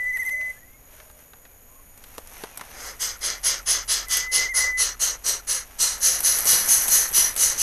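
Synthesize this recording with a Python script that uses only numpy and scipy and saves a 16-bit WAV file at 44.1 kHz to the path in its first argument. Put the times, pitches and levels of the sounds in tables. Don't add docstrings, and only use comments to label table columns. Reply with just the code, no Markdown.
import sys
import numpy as np
from scipy import signal
from scipy.fft import rfft, irfft, next_fast_len
from scipy.io import wavfile
from scipy.ndimage import uniform_filter1d, map_coordinates

SR = 44100
rng = np.random.default_rng(int(sys.argv[2]) if len(sys.argv) > 2 else 0)


def file_out(sig):
    cols = np.atleast_2d(sig).T
    lim = np.clip(cols, -1, 1)
    pcm = np.round(lim * 32767).astype(np.int16)
    wavfile.write(sys.argv[1], SR, pcm)


N = 336042
TIME, BINS = np.arange(N) / SR, np.fft.rfftfreq(N, 1 / SR)


def amp(db):
    return 10 ** (np.asarray(db) / 20)


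def unit(x):
    return x / np.sqrt(np.mean(x ** 2) + 1e-20)


def follow(rows, t):
    s, *columns = np.transpose(rows)
    return [np.interp(t, s, c) for c in columns]


def add(mix, s, sound):
    part = mix[max(round(s * SR), 0):][:len(sound)]
    part += sound[:len(part)]


def colour(x, points):
    hz, db = np.transpose(points)
    gain = amp(np.interp(np.log(BINS + 1), np.log(hz), db))
    return unit(irfft(rfft(x) * gain, N))


def bell(f, hz, width):
    return 1 / (1 + (2 * (f - hz) / width) ** 2)


def wander(n, hz):
    size = next_fast_len(n + SR // 4)
    f = np.fft.rfftfreq(size, 1 / SR)
    spectrum = rfft(rng.standard_normal(size)) * np.exp(-(f / hz) ** 2)
    return unit(irfft(spectrum, size))[:n]


def resonate(x, hz, width):
    turn = np.exp(2j * np.pi * np.cumsum(hz * np.ones(len(x))) / SR)
    r = np.exp(-np.pi * width / SR)
    ringing = signal.lfilter([1], [1, -2 * r, r * r], x / turn)
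    return unit((turn * ringing).real)


# t/s, f/Hz, level/dB (pitch and level before the warble)
WHISTLES = [
    [(0, 1994, -28), (.05, 1993, -25.5), (.13, 2032, -25), (.27, 2061, -24.5), (.33, 2048, -25),
     (.41, 2025, -27.5), (.48, 2019, -30.5), (.521, 2036, -30)],
    [(4.07, 2035, -45), (4.15, 1986, -35.5), (4.29, 2022, -32.5), (4.41, 2052, -24.5), (4.505, 2107, -26.5),
     (4.56, 2070, -25), (4.65, 2031, -23.5), (4.73, 2011, -25.5), (4.836, 2002, -29)],
]
# deepest t/s, one dip t/s
WARBLES = [(.195, .177), (4.496, 4.473)]
# multiple of the pitch, level/dB, extra level/dB at full strain
PARTIALS = [(1, 0, -2), (2, -48, 0), (3, -33, 13), (4, -38, 5), (5, -40, 14)]


def whistle(tune, deepest_s, dip_s, warble_hz=16.84, depth_hz=152, rise_s=.075, fall_s=.14,
            dip_db_per_100_hz=8.0, lag_s=0.0055, release_s=0.015):
    t = np.arange(tune[0][0], tune[-1][0], 1 / SR)
    hz, level_db = follow(tune, t)
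    side_s = np.where(t < deepest_s, rise_s, fall_s)
    depth = depth_hz * np.exp(-((t - deepest_s) / side_s) ** 2)
    dip, weak = (np.cos(np.pi * warble_hz * (t - dip_s - lag)) ** 2 for lag in (0, lag_s))
    pitch = hz - depth * dip ** 2 + 4 * wander(len(t), 63)
    phase = 2 * np.pi * np.cumsum(pitch) / SR
    db = level_db - dip_db_per_100_hz * depth / 100 * weak ** 5 + 1.2 * wander(len(t), 35)
    strain = np.clip((pitch - 2000) / 50, -.5, 1)
    tone = sum(amp(d + extra * strain) * np.sin(round(k) * phase) for k, d, extra in PARTIALS)
    release = np.minimum((t[-1] - t) / release_s, 1)
    return t[0], np.sqrt(2) * amp(db) * tone * release


# start t/s, length/s, start f/Hz, middle f/Hz, end f/Hz, level/dB (before the flutter)
FAR_CALLS = [(0, 0.15, 640, 554, 500, -60), (0.129, 0.19, 840, 931, 760, -61),
             (0.298, 0.245, 560, 628, 574, -55), (0.515, 0.3, 1480, 2010, 2187, -59),
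             (0.828, .5, 600, 619, 555, -62.5), (1.676, 0.16, 978, 1060, 1080, -63.5),
             (1.44, 0.106, 2560, 2420, 2340, -62), (2.5, .08, 2580, 2470, 2310, -58)]


def far_call(start, length, start_hz, middle_hz, end_hz, db, blur_hz=70, blur_db=-7, flutter_db=3.0):
    u = np.linspace(0, 1, int(length * SR))
    arch = np.polyfit([0, .5, 1], [start_hz, middle_hz, end_hz], 2)
    hz = np.polyval(arch, u)
    tone = np.sin(2 * np.pi * np.cumsum(hz) / SR)
    blur = amp(blur_db) * resonate(rng.standard_normal(len(u)), hz, blur_hz)
    level = amp(db + flutter_db * wander(len(u), 30))
    return start, level * (tone + blur) * signal.windows.tukey(len(u), .5)


def crackle(grains_per_s, spread_db, smooth):
    size = amp(spread_db * np.minimum(rng.exponential(1, N), 4))
    grains = (rng.random(N) < grains_per_s / SR) * size
    return unit(grains * rng.choice([-1, 1], N)) + smooth * rng.standard_normal(N)


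# middle t/s, half length/s, rubbing level/dB (before rub_trim_db), crackle level/dB
SWELLS = [(0.054, 0.13, -58.5, -46.5), (0.252, 0.071, -54.5, -36.5), (.48, .08, -57, -45),
          (0.98, 0.069, -56.5, -52), (1.207, 0.043, -61, -55), (2.14, 0.11, -56, -48),
          (2.396, 0.083, -47.5, -43), (2.738, 0.16, -49.5, -51), (3.603, 0.69, -54.5, -44),
          (5.3, 0.66, -56.5, -49), (6.3, 0.38, -48, -51), (6.67, 0.34, -40.5, -21),
          (7.2, 0.073, -42.5, -45), (7.58, 0.31, -43.5, -33)]
# f/Hz, relative level/dB
RUB_COLOUR = [(60, -7), (150, 1.5), (400, 2.5), (750, 8), (1200, 6.5), (2300, 5.5), (3500, 0), (5000, -4),
              (6200, 6), (7500, -17), (9500, 1.5), (12200, -9)]
# f/Hz, relative level/dB
FIZZ_COLOUR = [(4000, -65), (8000, -13.5), (10000, -17.5), (11500, -3), (12300, -7)]
# f/Hz, relative level/dB
BUMPS = [(30, -21), (80, -4.5), (140, -7), (280, -14.5), (500, -2), (1500, -50)]


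def rub_and_fizz(resting_rub_db=-64.5, resting_fizz_db=-58, rub_trim_db=3, bump_db=-61):
    middle, half, rubs, fizzes = np.transpose(SWELLS)
    swelling = np.exp(-((TIME - middle[:, None]) / half[:, None]) ** 2)
    force = np.sqrt(amp(resting_rub_db) ** 2 + amp(rubs) ** 2 @ swelling)
    rub = force * colour(crackle(1500, spread_db=3.0, smooth=0.76), RUB_COLOUR)
    fizz_level = np.sqrt(amp(resting_fizz_db) ** 2 + amp(fizzes) ** 2 @ swelling)
    fizz = fizz_level * colour(crackle(1300, spread_db=6.0, smooth=0.55), FIZZ_COLOUR)
    bumps = unit(force ** 2 * colour(crackle(40, spread_db=6, smooth=0.18), BUMPS))
    return amp(rub_trim_db) * rub + fizz + amp(bump_db) * bumps


# start t/s, end t/s
CHIRPS = [(.28, .59), (.98, 1.23), (1.68, 1.98)]


def insects(drone_hz=6760, drone_width_hz=300, drone_db=-61,
            chirp_hz=9500, chirp_width_hz=280, chirp_db=-63):
    pulses = sum(1. 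* ((TIME > a) & (TIME < b)) for a, b in CHIRPS)
    gate = uniform_filter1d(pulses, SR // 20)
    drone = resonate(rng.standard_normal(N), drone_hz, drone_width_hz)
    chirp = gate * resonate(rng.standard_normal(N), chirp_hz, chirp_width_hz)
    return amp(drone_db) * drone + amp(chirp_db) * chirp


# f/Hz, relative level/dB
AIR = [(59, -41), (100, 3), (206, 0.5), (263, 4), (335, -4), (521, 2.5), (916, -7), (2460, -11),
       (4410, -30), (5960, -34.5), (6590, -47), (7590, -30), (12300, 5.5), (16000, -24), (22000, -120)]
# t/s, level/dB
RUMBLE = [(0, -48.5), (1.3, -56), (2.5, -51), (5.5, -50.5), (7, -48.5), (7.62, -47)]
# f/Hz, relative level/dB
RUMBLE_COLOUR = [(10, -0.5), (25, 6.5), (35, -7.5), (44, -1.5), (55, -2), (70, -4.5), (110, -13),
                 (200, -30), (500, -63)]
# t/s, level/dB (before hum_trim_db)
HUM = [(0, -67), (2.3, -65.5), (3.0, -52.5), (3.4, -47.5), (4.6, -47), (5.4, -52), (7.62, -52)]


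def air(hiss_db=-53, hum_hz=44, hum_trim_db=-1):
    rumble = amp(follow(RUMBLE, TIME)[0]) * colour(rng.standard_normal(N), RUMBLE_COLOUR)
    turns = np.cumsum(hum_hz + 2.7 * wander(N, 7.6)) / SR
    hum_db = follow(HUM, TIME)[0] + hum_trim_db + 1.1 * wander(N, 5.8)
    hum = amp(hum_db) * np.sqrt(2) * np.sin(2 * np.pi * turns)
    return hum + rumble + amp(hiss_db) * colour(rng.standard_normal(N), AIR)


# t/s, tick level/dB, knock level/dB (both before the trims), leaf pitch f/Hz
TAPS = [(0.171, -23.5, -32.5, 1400), (0.292, -29, -35, 1700), (0.411, -58, -35, 1400),
        (1.001, -45, -37, 1200), (1.099, -46, -40.5, 850), (1.113, -37, -52, 700), (1.334, -46, -35.5, 795),
        (1.452, -45, -39, 1310), (1.976, -30, -46, 900), (2.039, -31, -36, 2290),
        (2.181, -23.5, -23.5, 456), (2.273, -27.5, -55, 900), (2.437, -27, -21, 540),
        (2.574, -16, -35, 700), (2.595, -42, -32, 900), (2.611, -26, -24, 860), (4.084, -19, -43, 900),
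        (4.17, -3.5, -35, 700), (4.995, -33, -48, 900), (6.189, -29, -49, 700), (6.205, -8.5, -31, 704),
        (6.387, -3.5, -47, 500), (6.455, -5, -43, 600), (6.55, -28, -29, 220), (6.686, -8, -42, 300),
        (6.858, -20, -31, 600), (6.881, -3.5, -30, 500), (6.887, -8, -32, 700), (7.18, -26, -24.5, 220),
        (7.363, -7, -27.5, 1500), (7.376, -10, -42, 900)]


def tap(s, tick_db, knock_db, hz, tick_s=0.0039, knock_s=0.0065, after_db=-20, after_s=0.017,
        tick_trim_db=-3, knock_trim_db=-6, width_per_hz=2.1,
        crack_hz=3600, crack_width_hz=5000, crack_s=0.003, crack_trim_db=-11.0):
    t = np.arange(SR // 12) / SR
    snap = unit(signal.lfilter([1, -1.2, .45], [1], rng.standard_normal(len(t))))
    tick = snap * (np.exp(-t / tick_s) + amp(after_db) * np.exp(-t / after_s))
    knock = resonate(rng.standard_normal(len(t)), hz, width_per_hz * hz) * np.exp(-t / knock_s)
    crack = resonate(rng.standard_normal(len(t)), crack_hz, crack_width_hz) * np.exp(-t / crack_s)
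    hit = amp(knock_trim_db) * knock + amp(crack_trim_db) * crack
    return s, amp(tick_db + tick_trim_db) * tick + amp(knock_db) * hit


def rattle(t, rate_hz=310, jitter=.2, puff_s=0.00017, hiss=0.6, uneven_db=3.0):
    turns = np.cumsum(rate_hz * np.exp(jitter * wander(len(t), 120))) / SR
    flaps = np.diff(np.floor(turns), prepend=0) * amp(uneven_db * rng.standard_normal(len(t)))
    puffs = signal.lfilter([1], [1, -np.exp(-1 / (puff_s * SR))], flaps)
    return (hiss + puffs) * rng.standard_normal(len(t))


# delay/ms, signed gain
SURFACE_ECHOES = [(1.285, -0.053), (2.06, 0.102), (2.38, 0.074), (3.155, -0.115), (3.32, -0.06),
                  (3.47, -0.091), (3.625, -0.077), (4.365, -0.074), (4.685, -0.072), (5.53, 0.055)]


def near_echoes(f, count=14):
    shifting = np.c_[rng.uniform(.6, 11, count), .075 * rng.choice([-1, 1], count)]
    delay_ms, gain = np.vstack([SURFACE_ECHOES, shifting]).T
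    return 1 + gain @ np.exp(-2j * np.pi * delay_ms[:, None] * f / 1000)


# low body level/dB, treble level/dB, squeal level/dB; extra fade of the squeal/(dB/s), squeal f/Hz
RASPS = [(2.727, 0.24, 0.17, -38, -3, -6, -9, 170, 11000),
         (2.99, 0.19, 0.045, -25.5, -12.5, -4.5, -9, 190, 10630),
         (3.206, 0.2, 0.059, -25.5, -10, -9, -4, 300, 10610),
         (3.428, 0.19, 0.051, -21, -13, -8, -0.5, 430, 10560),
         (3.656, 0.2, .056, -20, -14, -10, -1.5, 230, 10300),
         (3.873, .2, 0.053, -22, -13.5, -6, -2, 298, 10300),
         (4.088, 0.2, 0.051, -21, -14.5, -6.5, -5.5, 250, 10660),
         (4.311, .2, .049, -20, -15, -9, 0, 290, 10200), (4.535, 0.2, 0.054, -21.5, -13, -7, 2, 370, 10300),
         (4.768, 0.19, 0.056, -21, -14.5, -7.5, -1, 280, 10200),
         (4.992, .187, 0.047, -20, -16, -6, -5, 290, 9940),
         (5.236, 0.18, 0.054, -22, -15, -3, -12, 170, 11000),
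         (5.466, .188, 0.053, -23.5, -14, -4.5, -1.5, 48, 10160),
         (5.783, 0.23, 0.046, -20, -16.5, -2, -6.5, 30, 10760),
         (6.002, .243, 0.071, -18, -17.5, -5.5, -4.5, 0, 10260),
         (6.224, 0.3, 0.051, -19, -16, -4.5, 0, 9, 10200),
         (6.448, .29, 0.065, -17, -15, -1.5, -2.5, -2, 10200),
         (6.669, 0.27, 0.053, -17, -18, -3, -1, 30, 10070),
         (6.881, 0.24, 0.076, -17, -16, -2.5, -4, 12, 10180),
         (7.125, 0.23, 0.056, -17, -17, -3, -2, 3, 10190),
         (7.365, 0.24, 0.072, -18.5, -17, -3, -3, 62, 10080),
         (7.567, 0.21, 0.074, -18, -21.5, -4, -6, 32, 10700)]
# f/Hz, width/Hz,
# relative level/dB with the beak barely open, half open, wide open (before chance variation)
THROAT = [(581, 300, -20, -21.5, -23.5), (720, 2700, -37, -37, -33), (1325, 830, -17, -18.5, -18.5),
          (1903, 730, -15, -17.5, -14.5), (2977, 600, -13, -15.5, -17.5), (3250, 840, -9, -31, -21.5),
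          (4203, 660, -8, -10, -12), (5060, 840, -2, -13, -11.5), (5670, 100, -2, -3.5, -13),
          (5900, 270, -3.5, -1.5, -2), (6305, 720, -0.5, -7, -2), (6550, 520, -6.5, -8.5, -32),
          (7400, 1400, -13, -11.5, -14.5), (7850, 230, -28, -10, -9.5), (8320, 1400, -8, -10, -15.5),
          (9040, 620, -21, -14.0, -10.5), (10000, 780, -15.5, -13.5, -12), (11250, 220, -21, -16, -6),
          (11960, 860, -10, -11, -5)]
# t/s, gape (0 barely, 1 half, 2 wide open)
GAPE = [(4.2, 0), (5.0, 1.44), (5.7, 0.48), (6.05, 1.8)]


def rasp(start, length, attack_s, effort_db, body_db, treble_db, squeal_db, squeal_fade, squeal_hz,
         vary_db=1.55, sag=0.0062, squeal_width_hz=750, onset_share=0.06, onset_s=0.0056,
         swell_power=1.46, body_swell_power=0.68, release_s=0.087, release_power=0.84,
         fade_db_per_s=96, body_fade_db_per_s=31, treble_fade_db_per_s=147):
    t = np.arange(0, length, 1 / SR)
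    hz, width, *shapes = np.transpose(THROAT)
    gape = np.clip(follow(GAPE, start)[0], 0, 2)
    shape_db = sum(max(1 - abs(gape - k), 0) * db for k, db in enumerate(shapes))
    gains = amp(shape_db + vary_db * rng.standard_normal(len(hz)))
    f = np.fft.rfftfreq(len(t), 1 / SR)
    echoes = near_echoes(f)
    throat = np.sqrt(gains ** 2 @ bell(f, hz[:, None], width[:, None]) ** 2)
    voiced = rfft(rattle(t)) * echoes * throat
    place = np.cumsum(1 + sag * np.linspace(1, -1, len(t)))
    bands = [f < 2400, (f >= 2400) & (f < 7100), f >= 7100]
    registers = (irfft(voiced * band, len(t)) for band in bands)
    low, mid, high = (unit(map_coordinates(x, [place], order=5, mode="mirror")) for x in registers)
    beak = resonate(irfft(rfft(rattle(t)) * echoes, len(t)), squeal_hz, squeal_width_hz)
    lift = np.sin(np.pi / 2 * np.minimum(t / attack_s, 1)) ** swell_power
    rise = onset_share + (1 - onset_share) * lift
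    release = np.clip((length - t) / release_s, 0, 1) ** release_power
    swell = np.minimum(t / onset_s, 1) * rise * release
    fading_s = np.maximum(t - attack_s, 0)
    sound = (swell ** body_swell_power * amp(body_db - body_fade_db_per_s * fading_s) * low
             + swell * amp(-fade_db_per_s * fading_s) * mid
             + swell * amp(treble_db - treble_fade_db_per_s * fading_s) * high
             + swell * amp(squeal_db - (fade_db_per_s + squeal_fade) * fading_s) * beak)
    return start, amp(effort_db) * sound


# t/s (a quarter of the way into the note), level/dB (before trim_db), middle f/Hz
PEEPS = [(3.1576, -46, 1360), (3.5972, -41, 1370), (3.8274, -43, 1370), (4.041, -46, 1300),
         (4.2612, -47, 1370), (4.9397, -45, 1390), (5.1577, -51, 1380), (5.3951, -47, 1410),
         (5.62, -49, 1360)]


def peep(s, db, hz, length_s=0.024, fall=0.12, width_hz=70, trim_db=-2):
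    u = np.linspace(-1, 1, int(length_s * SR))
    note = resonate(rng.standard_normal(len(u)), hz * (1 - fall * u), width_hz)
    return s - length_s / 4, amp(db + trim_db) * (1 - u ** 2) * note


def foliage(x, t60=0.14, wet_db=-24):
    t = np.arange(SR // 2) / SR
    sparse = (rng.random(len(t)) < .05) * (t > .006)
    echoes = rng.standard_normal(len(t)) * sparse * amp(-60 * t / t60)
    return x + amp(wet_db) * signal.oaconvolve(x, echoes / np.linalg.norm(echoes))[:N]


def scene():
    near, bird = np.zeros(N), np.zeros(N)
    for tune, warble in zip(WHISTLES, WARBLES):
        add(bird, *whistle(tune, *warble))
    far = insects() + air()
    for row in FAR_CALLS:
        add(far, *far_call(*row))
    for row in TAPS:
        add(near, *tap(*row))
    for row in RASPS:
        add(near, *rasp(*row))
    for row in PEEPS:
        add(near, *peep(*row))
    return (foliage(near + rub_and_fizz()) + foliage(bird, t60=0.5, wet_db=-21.0) + far)[None]


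def record(dry, edge_hz=12430, ceiling=.52):
    lowpass = signal.firwin(801, edge_hz, window=("kaiser", 8), fs=SR)[None]
    x = signal.oaconvolve(dry, lowpass, "same")
    rounded = x / (1 + (x / ceiling) ** 8) ** (1 / 8)
    return signal.oaconvolve(rounded, lowpass, "same")


dry = scene()
out = record(dry)
file_out(out)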